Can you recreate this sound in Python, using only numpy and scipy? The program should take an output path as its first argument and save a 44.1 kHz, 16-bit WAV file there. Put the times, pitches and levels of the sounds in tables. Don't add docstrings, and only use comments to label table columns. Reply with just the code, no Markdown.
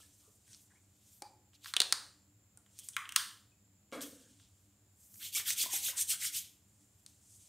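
import sys
import numpy as np
from scipy import signal
from scipy.fft import rfft, irfft, next_fast_len
from scipy.io import wavfile
from scipy.ndimage import uniform_filter1d, map_coordinates

SR = 44100
rng = np.random.default_rng(int(sys.argv[2]) if len(sys.argv) > 2 else 0)


def how_loud(loudness_db):
    steps = np.asarray(loudness_db, float) / 20
    return 10 ** steps


def dump_mix(stems):
    frames = np.atleast_2d(stems).T
    limited = np.clip(frames, -1, 1)
    pcm = np.round(limited * 32767).astype(np.int16)
    wavfile.write(sys.argv[1], SR, pcm)


N = 329868

# pitch in Hz, level in dB.
HUM_TONES = [(100, -83), (200, -85), (295, -86.5)]
# frequency in Hz, level in dB per
# Hz.
QUIET_COLOUR = [(15, -63.5), (25, -38), (37, -25), (102, -3.5), (144, -17), (205, -14), (222, -19.5),
                (324, -22.5),
                (435, -27), (707, -29), (977, -32.5), (6110, -38.5), (7380, -19.5), (8220, -37.5),
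               (15700, -37)]
# frequency in Hz, level in dB per Hz.
CHANNEL_NOISE = [(15, -33.5), (25, -4), (148, -2), (324, -8.5), (727, -10), (2320, -10), (7380, -6.5),
                 (15700, -9)]
# frequency in Hz, level in dB.
TREBLE_LIMIT = [(15650, 0), (15850, -18), (16900, -23), (17150, -120)]
# frequency in Hz, time to fade by 60 dB in seconds.
ECHO_TIME = [(200, 1), (1000, .42), (4000, 0.44), (12000, 0.43)]
# frequency in Hz, level in dB.
ECHO_COLOUR = [(200, -7.5), (1000, 3.5), (4000, -3), (9000, -4.5), (15000, -5.5)]
# start in seconds, peak in dB, ring in Hz, thud in dB beside the ring,
# time for the ring to fade by 60 dB in seconds.
PAW_BUMPS = [(0.002, -48.5, 1310, -17, 0.011), (0.03, -61, 1725, -28, 0.037),
             (0.277, -59.5, 437, -19, 0.059), (0.735, -71.5, 700, 4.5, .014), (1.22, -39, 830, -8.5, 0.045),
             (1.25, -55, 992, -30, 0.054), (1.2205, -61, 330, -20, 0.022), (1.2218, -38, 2350, -36, 0.0099),
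             (1.32, -64, 850, -40.5, .07), (1.764, -49, 456, 3.5, .02), (1.803, -30.5, 357, -7.5, 0.0051),
             (1.924, -46.5, 383, 0.8, 0.0078), (2.573, -56, 1430, -13.5, .02), (2.966, -39, 1108, -21, 0.1),
             (3.162, -59, 300, 8, 0.026), (3.519, -67, 2536, -22, 0.066)]
FINGER_TAPS = [(5.354, -26.5, 2310, -47, 0.024), (5.368, -42, 1200, -16.5, 0.029),
               (5.40, -55.5, 1040, -2.5, 0.045), (5.482, -38.5, 1430, -29, 0.032),
               (5.504, -55, 660, -5, 0.025), (5.605, -52, 247, -5, 0.019), (5.659, -38, 1016, -11.5, 0.038),
               (5.692, -45, 1010, -25, 0.034), (5.768, -54, 404, -12, .02), (5.924, -52, 505, -19, .02),
               (5.932, -46, 1020, -25, 0.027), (5.975, -51, 990, -26, 0.033), (5.638, -54, 600, 0, .015),
               (5.733, -44, 776, -3.5, 0.024), (5.885, -26.5, 1580, -30.5, 0.008),
               (5.895, -50.5, 523, -16, 0.043), (6.134, -53, 1350, -24, .036)]
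# start in seconds, level in dB, echo in dB beside the direct sound.
FAR_THUMP = (3.924, -37, 6.3)
# pitch in Hz, level in dB, time to fade by 60 dB in seconds.
PANEL_TONES = [(277.4, -1.5, 0.064), (318, -11, 0.043), (496, 8, 0.017), (640, -10, 0.023),
               (1040, -8.5, 0.02), (1460, -10, 0.026), (1640, -24.5, 0.34), (2190, 0, 0.013),
               (3300, -28, 0.33)]
# loudest moment in seconds, half length in seconds,
# level in dB, low and top registers in dB beside it.
COAT_SLIDES = [(0.0, 0.13, -64.5, -3.5, -8), (0.208, 0.21, -68, -10, -8), (.35, 0.048, -72, -21, -7),
               (0.53, 0.088, -62, -7, -14), (0.62, 0.054, -68, -21, -3), (0.743, 0.21, -74.5, -11, -23),
               (1.09, 0.19, -70, -7.5, -8), (1.16, 0.08, -68.5, -12, 1.5), (1.553, 0.018, -70.5, 5, -6),
               (1.643, 0.0094, -59.5, 2, -17), (1.683, 0.045, -54.5, 0.5, -3), (2.78, 0.075, -64, -9, -18),
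               (2.846, 0.035, -56.5, -11, -6), (2.875, 0.023, -66.5, 0, 2), (2.942, .021, -60, -11, -20),
               (4.443, 0.047, -86, 14, -8), (4.615, 0.12, -81, -12, -1.5), (5.036, 0.072, -64.5, -18, -6),
               (5.198, 0.12, -61, -14, 4.5), (6.693, 0.08, -78.5, -16.5, -10.5), (6.82, .15, -73, -14, -14),
               (7.001, 0.13, -77, -8, -2.5), (7.345, 0.14, -61, -18, -13.5),
               (7.48, 0.12, -62.5, -11, -16.5)]
# start in seconds, settling time in seconds,
# level in dB, low and top registers in dB beside it.
COAT_JERKS = [
    (2.792, 0.01, -44.5, -14, -9),
    (2.889, 0.022, -52, -18, -14),
    (3.923, 0.16, -57.5, -2, -9),
    (4.011, 0.081, -47.5, -4, -2.5),
    (4.1, 0.43, -64, -7, -21),
    (4.398, .05, -82.5, 12, -9.5),
    (6.44, 0.047, -61, 3, -12),
    (7.07, 0.14, -67, -7, -11),
]
# start in seconds, peak of the mouth cavity in dB, its pitch in Hz,
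# low part in dB and bright part in dB beside the peak.
ASIDE_SMACKS = [(0.478, -58.5, 2500, -8, 6), (0.531, -44, 6300, -26, -11), (0.539, -48, 4330, -27, -7),
                (0.546, -43.5, 5400, -21, -9), (1.2207, -38, 4690, -6.5, 7),
                (1.5327, -57.5, 3200, -4, -15.5), (1.6448, -40.5, 4470, -4, 0.5),
                (1.6581, -36.5, 4370, 3, -13), (1.7374, -23, 4020, -3, -1),
                (1.7649, -10.5, 3418, -19.5, -6.5), (1.8019, -9.5, 4120, -24.5, -0.5),
                (1.8026, -16.5, 3250, -23, -13.5), (1.8167, -13.5, 4100, -12.5, -3),
                (1.924, -11.5, 4540, -9, 1.5)]
DOWN_SMACKS = [(2.573, -45, 8660, -17.5, -17), (2.662, -57, 3140, -2.5, -2),
               (2.7814, -53.5, 5080, -24.5, 4), (2.7885, -46, 3330, -24.5, 14),
               (2.8883, -52.5, 5116, -7, 16), (2.8862, -30, 8610, -37.5, -37),
               (2.905, -60.5, 4815, -8.5, 9.5), (2.922, -62.5, 4000, -10, 7.5),
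               (2.9333, -48, 6250, -20.5, -12), (2.965, -22, 2244, 2, -2.5), (2.966, -25, 3235, -12.5, -4),
               (3.038, -63.5, 2970, -2.5, 9), (3.054, -36, 3020, -5.5, -20), (3.0909, -31, 2955, -7.5, -1),
               (3.1215, -34.5, 2916, -2.5, 3.5), (3.158, -33.5, 2766, -4, -1.5),
               (3.161, -14.5, 4610, -4, 7), (3.1609, -15.5, 3190, -13.5, -12)]
STRAY_TICKS = [(3.917, -51, 3000, -17, 3), (4.0076, -37, 3720, -9, 1), (4.025, -43, 5500, -17, 3),
               (4.3984, -57, 3670, 0, -6), (5.118, -70.5, 3950, -1, 14), (5.1415, -53, 6000, -9, 11),
               (5.157, -57, 2490, -5, 4), (5.398, -35, 2400, -5, 4), (5.5043, -24.5, 2250, -19, 7),
               (5.638, -42, 2000, -2, 5), (6.141, -51, 2230, -5, -3), (6.224, -56, 2090, -7, -5),
               (7.0623, -43, 4290, -18, 7)]
# highest register in dB, floor echo in dB, room in dB,
# half width of the cavity peak as a share of its pitch, steepness of the bass cut (a plain number).
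BOUT_SETTINGS = [
    (-16, -6.5, -2.5, 0.12, 9.5),
    (-9, -7, 0.87, 0.13, 20),
    (-25, -10, -3.5, .13, 11.6),
]
# fastest moment in seconds, time speeding up in seconds, time slowing in seconds,
# level in dB, low and top registers in dB beside the middle.
SCRATCHES = [
    (5.247, 0.06, 0.08, -49, -0.5),
    (5.374, 0.062, 0.07, -39, -3),
    (5.508, 0.077, 0.049, -37, -4.5),
    (5.606, 0.056, 0.088, -37.5, -2),
    (5.757, 0.079, 0.071, -38, -5.5),
    (5.865, 0.069, 0.073, -38, -3.5),
    (6.006, 0.057, 0.043, -32, -12.5),
    (6.112, 0.048, 0.061, -34, -7),
    (6.255, 0.076, .065, -38.5, -6),
    (6.354, 0.043, 0.1, -41.5, -4.5),
]
# moment in seconds, half length in seconds, dB beside its stroke.
DEEP_RASPS = [
    (5.228, 0.042, -11),
    (5.386, 0.035, -13.5),
    (5.486, 0.057, -17),
    (5.636, 0.042, -20.5),
    (5.746, 0.067, -17),
    (5.896, 0.054, -20.5),
    (5.974, 0.071, -27.5),
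    (6.142, 0.039, -27),
    (6.23, 0.045, -13),
    (6.368, 0.03, -18),
]
# frequency in Hz, level in dB per Hz.
LOW_FUR = [(700, -52.5), (1500, -20.5), (2300, -2.5), (3300, 5.5), (4600, 1), (6500, -5.5), (8000, -42.5)]
# frequency in Hz, level in dB per Hz.
MIDDLE_FUR = [(3000, -54), (4500, -19), (6300, -5.5), (8600, -1.5), (10500, -12), (13000, -25.5),
              (15000, -52)]
# frequency in Hz, level in dB per Hz.
TOP_FUR = [(7000, -62.5), (9500, -11.5), (11500, 2.5), (13000, 3), (15600, -0.5), (15900, -57)]
# frequency in Hz, level in dB per Hz.
RASP_COLOUR = [(700, -50), (1150, -13.5), (1600, -2), (2200, 4), (3000, -18), (4000, -48)]
# frequency in Hz, level in dB per Hz.
SHAKE_COLOUR = [(15, -24), (35, -4), (150, 6), (400, -28.5)]
# start in seconds, length in seconds, first pitch in Hz, last pitch in Hz,
# level in dB.
HOLLOW_NOTES = [(0.197, 0.12, 1164, 1215, -79.5), (0.459, 0.087, 1700, 1764, -76.5),
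                (0.696, 0.039, 1640, 1840, -71.5), (0.743, 0.051, 1960, 2320, -74),
                (2.779, 0.092, 3300, 3200, -66.5), (2.926, 0.029, 3300, 3300, -61),
                (1.213, 0.092, 4730, 4640, -65), (3.92, .16, 1648, 1637, -61.5),
                (4.079, 0.18, 1650, 1640, -77.5), (4.206, 0.11, 1640, 1640, -79),
                (4.144, 0.14, 3390, 3200, -80), (5.199, 0.044, 1482, 2230, -63),
                (5.24, 0.049, 1990, 2950, -59), (5.347, 0.034, 2070, 3130, -54),
                (5.393, 0.017, 1876, 2094, -47), (5.468, 0.027, 2104, 1303, -60),
                (5.593, 0.0203, 2570, 3100, -50), (5.644, 0.031, 2010, 2190, -55),
                (5.716, 0.064, 2870, 2444, -51.5), (5.841, 0.043, 3000, 2630, -51),
                (5.882, 0.11, 1007, 1012, -72.5), (6.086, 0.047, 2800, 3300, -48.5),
                (6.118, 0.049, 1274, 1716, -56.5), (6.201, 0.067, 2200, 1478, -60),
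                (6.335, 0.046, 2420, 3460, -51)]


def unit(x):
    return x / np.sqrt(np.mean(x ** 2) + 1e-20)


def along(points, hz):
    f, v = np.transpose(points)
    return np.interp(np.log(hz + 1), np.log(f + 1), v)


def wobble(rate):
    points = rng.standard_normal(int(N * rate / SR) + 4)
    return map_coordinates(points, [np.arange(N) * rate / SR])


def coloured(x, spectrum):
    m = next_fast_len(N + 8192)
    gain = how_loud(along(spectrum, np.fft.rfftfreq(m, 1 / SR)))
    return unit(irfft(rfft(x, m) * gain, m)[:N])


def band(x, lo_hz, hi_hz):
    sos = signal.butter(4, [lo_hz, min(hi_hz, SR / 2 - 500)], "band", fs=SR, output="sos")
    y = signal.sosfilt(sos, x)
    return y / np.linalg.norm(y, axis=-1, keepdims=True)


def ring(hz, t60, t):
    return np.sin(2 * np.pi * hz * t) * how_loud(-60 * t / t60)


def quiet():
    t = np.arange(N) / SR
    hum = np.zeros(N)
    for hz, db in HUM_TONES:
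        level = how_loud(db + 3.0 + 5.1 * wobble(24))
        hum += level * np.sin(2 * np.pi * hz * t + 1.8 * wobble(6.6))
    noise = coloured(rng.standard_normal(N), QUIET_COLOUR)
    return how_loud(-65.5 - 4.08 + 0.21 * wobble(0.69)) * noise + hum


def room(x):
    out, size = np.zeros(N + SR), 4096
    for k in range(0, N, size):
        hz, t, z = signal.stft(rng.standard_normal(SR // 2), SR, nperseg=256)
        fade_db = along(ECHO_COLOUR, hz)[:, None] - 60 * t / along(ECHO_TIME, hz)[:, None]
        tail = signal.istft(z * how_loud(fade_db), SR, nperseg=256)[1]
        tail *= 1 - np.exp(-np.arange(len(tail)) / SR / 0.0045)
        wet = signal.fftconvolve(x[k:k + size], tail / np.linalg.norm(tail))
        out[k:k + len(wet)] += wet
    return out[:N]


def thump():
    t = np.arange(SR // 4) / SR
    s, db, wet_db = FAR_THUMP
    blow = sum(how_loud(level) * ring(hz, t60, t) for hz, level, t60 in PANEL_TONES)
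    blow *= 1 - np.exp(-t / 0.0027)
    blow += how_loud(7.5) * band(rng.standard_normal(len(t)) * how_loud(-60 * t / 0.019), 930, 4000)
    return s, how_loud(db) * blow * how_loud([[0], [wet_db]])


def knocks():
    out, t = np.zeros((2, N + SR)), np.arange(SR // 4) / SR
    for s, db, ring_hz, thud_db, t60 in [*PAW_BUMPS, *FINGER_TAPS]:
        thud = band(rng.standard_normal(len(t)) * how_loud(-60 * t / 0.035), 250, 900)
        tone = ring(ring_hz, t60, t) * (1 - np.exp(-t / 0.0015))
        knock = how_loud(db) * (tone + how_loud(thud_db + 20.5) * thud)
        out[:, round(s * SR):][:, :len(t)] += knock * how_loud([[0], [-8.5]])
    s, blow = thump()
    out[:, round(s * SR):][:, :len(t)] += blow
    return out[:, :N]


def hairs(rate, spread_db, patchy_db):
    size_db = np.minimum(spread_db * rng.exponential(size=N), 9)
    snaps = (rng.random(N) < rate / SR) * how_loud(size_db) * rng.uniform(-0.59, 1, size=N)
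    z = signal.stft(unit(snaps) * 0.41 + rng.standard_normal(N), nperseg=256)[2]
    field = uniform_filter1d(rng.standard_normal(z.shape), size=4, axis=0)
    field = uniform_filter1d(field, size=5, axis=1)
    return signal.istft(z * how_loud(patchy_db * unit(field)), nperseg=256)[1][:N]


def fur(gains, rough_db, patchy_db):
    slip = hairs(rate=2000, spread_db=3.5, patchy_db=patchy_db)
    grip = rough_db * wobble(60)
    out = np.zeros(N)
    for gain, colour in zip(gains, (LOW_FUR, MIDDLE_FUR, TOP_FUR)):
        out += gain * how_loud(grip + 0.95 * wobble(60)) * coloured(slip, colour)
    return out


def brushing():
    t = np.arange(0, N, 32) / SR
    power = np.zeros((3, len(t)))
    fade = 13.5
    for s, half, db, low_db, top_db in COAT_SLIDES:
        beside_db = np.array([[low_db], [0], [top_db]])
        power += how_loud(2 * (db - fade * np.abs((t - s) / half) ** 1.2 + beside_db))
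    for s, settle, db, low_db, top_db in COAT_JERKS:
        since = np.maximum(t - s, 0)
        rise = (1 - np.exp(-since / 0.0021)) ** 2
        beside_db = np.array([[low_db], [0], [top_db]])
        power += rise * how_loud(2 * (db - fade * since / settle + beside_db))
    gains = [np.interp(np.arange(N) / SR, t, g) for g in np.sqrt(power)]
    return fur(gains, rough_db=0.6, patchy_db=1.3)


def causal(gain):
    cep = irfft(np.log(gain + 1e-6))
    cep[1:len(cep) // 2] *= 2
    cep[len(cep) // 2 + 1:] = 0
    return irfft(np.exp(rfft(cep)))


def mouth_cavity(hz, low_db, bright_db, top_db, narrow, steep):
    f = np.fft.rfftfreq(1024, 1 / SR)
    peaks = [(1500, 550, low_db + 2.5), (hz, hz * narrow, 2), (6300, 850, bright_db - 7.0),
             (8800, 850, bright_db - 4.5), (13800, 2600, top_db + bright_db - 5)]
    power = sum(how_loud(2 * level) / (1 + np.abs((f - centre) / width) ** 3) for centre, width, level in peaks)
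    return causal(np.sqrt(power / (1 + (1060 / (f + 1)) ** steep)))


def seal_crack():
    t = np.arange(1024) / SR
    crack = rng.standard_normal(len(t)) * np.exp(-(t / 0.0015) ** 2) * (1 - np.exp(-t / 0.0001))
    grain = rfft(crack)
    return irfft(grain / uniform_filter1d(np.abs(grain), size=11))[:400]


def smacks():
    out = np.zeros((2, N + SR))
    for rows, bout in zip((ASIDE_SMACKS, DOWN_SMACKS, STRAY_TICKS), BOUT_SETTINGS):
        top_db, echo_db, wet_db, narrow, steep = bout
        for s, db, hz, low_db, bright_db in rows:
            mouth = how_loud(db + 21) * mouth_cavity(hz, low_db, bright_db, top_db, narrow, steep)
            size = len(mouth)
            pop = unit(signal.fftconvolve(seal_crack(), mouth)[:size]) * np.std(mouth)
            start = round((s + 0.0005) * SR)
            floor = start + round(0.0037 * SR)
            out[0, start:][:size] += pop
            out[0, floor:][:size] += how_loud(echo_db) * uniform_filter1d(pop, size=3)
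            out[1, start:][:size] += how_loud(wet_db) * mouth
    return out[:, :N]


def hollow():
    out = np.zeros(N)
    for s, length, from_hz, to_hz, db in HOLLOW_NOTES:
        u = np.linspace(0, 1, round(length * SR))
        flutter = unit(uniform_filter1d(rng.standard_normal((2, 8192)), size=90, axis=1))[:, :len(u)]
        phase = 2 * np.pi * np.cumsum(from_hz + (to_hz - from_hz) * u) / SR
        tone = flutter[0] * np.sin(phase) + flutter[1] * np.cos(phase)
        out[round(s * SR):][:len(u)] += how_loud(db) * np.sin(np.pi * u) * tone
    return out


def scratching():
    t, gains, press = np.arange(N) / SR, np.zeros((3, N)), np.zeros(N)
    for (s, rise, fall, db, beside_db), (deepest, half, rasp_db) in zip(SCRATCHES, DEEP_RASPS):
        phase = np.interp(t, [s - rise, s, s + fall], [0, np.pi / 2, np.pi])
        speed = np.abs(np.sin(phase))
        register_db = np.array([[beside_db], [0], [beside_db + 1]])
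        gains += speed ** 1.83 * how_loud(db + register_db)
        press += how_loud(db + rasp_db) * np.cos(np.pi / 2 * np.clip((t - deepest) / half, -1, 1)) ** 2
    grit = hairs(rate=600, spread_db=4, patchy_db=4)
    rasp = press * how_loud(3.1 * wobble(80)) * coloured(grit, RASP_COLOUR)
    shake = how_loud(-27.0) * gains[0] * coloured(rng.standard_normal(N), SHAKE_COLOUR)
    return fur(gains, rough_db=1.0, patchy_db=2.8) + rasp + hollow() + shake


def scene():
    knock, knock_far = knocks()
    lips, lips_far = smacks()
    rub = scratching()
    wet = room(how_loud(-8) * lips_far + knock_far + how_loud(-10.5) * rub)
    return np.tile(quiet() + knock + wet + brushing() + lips + rub, (2, 1))


def band_limit(x):
    return signal.sosfilt(signal.butter(12, 17100, fs=SR, output="sos"), x)


def record(dry):
    m = next_fast_len(N)
    limit = how_loud(along(TREBLE_LIMIT, np.fft.rfftfreq(m, 1 / SR)))
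    x = irfft(rfft(dry, m) * limit, m)[:, :N]
    apart = how_loud(-79.0) * coloured(rng.standard_normal(N), CHANNEL_NOISE)
    return band_limit(x + apart * np.array([[1], [-1]]))


dry = scene()
out = record(dry)
dump_mix(out)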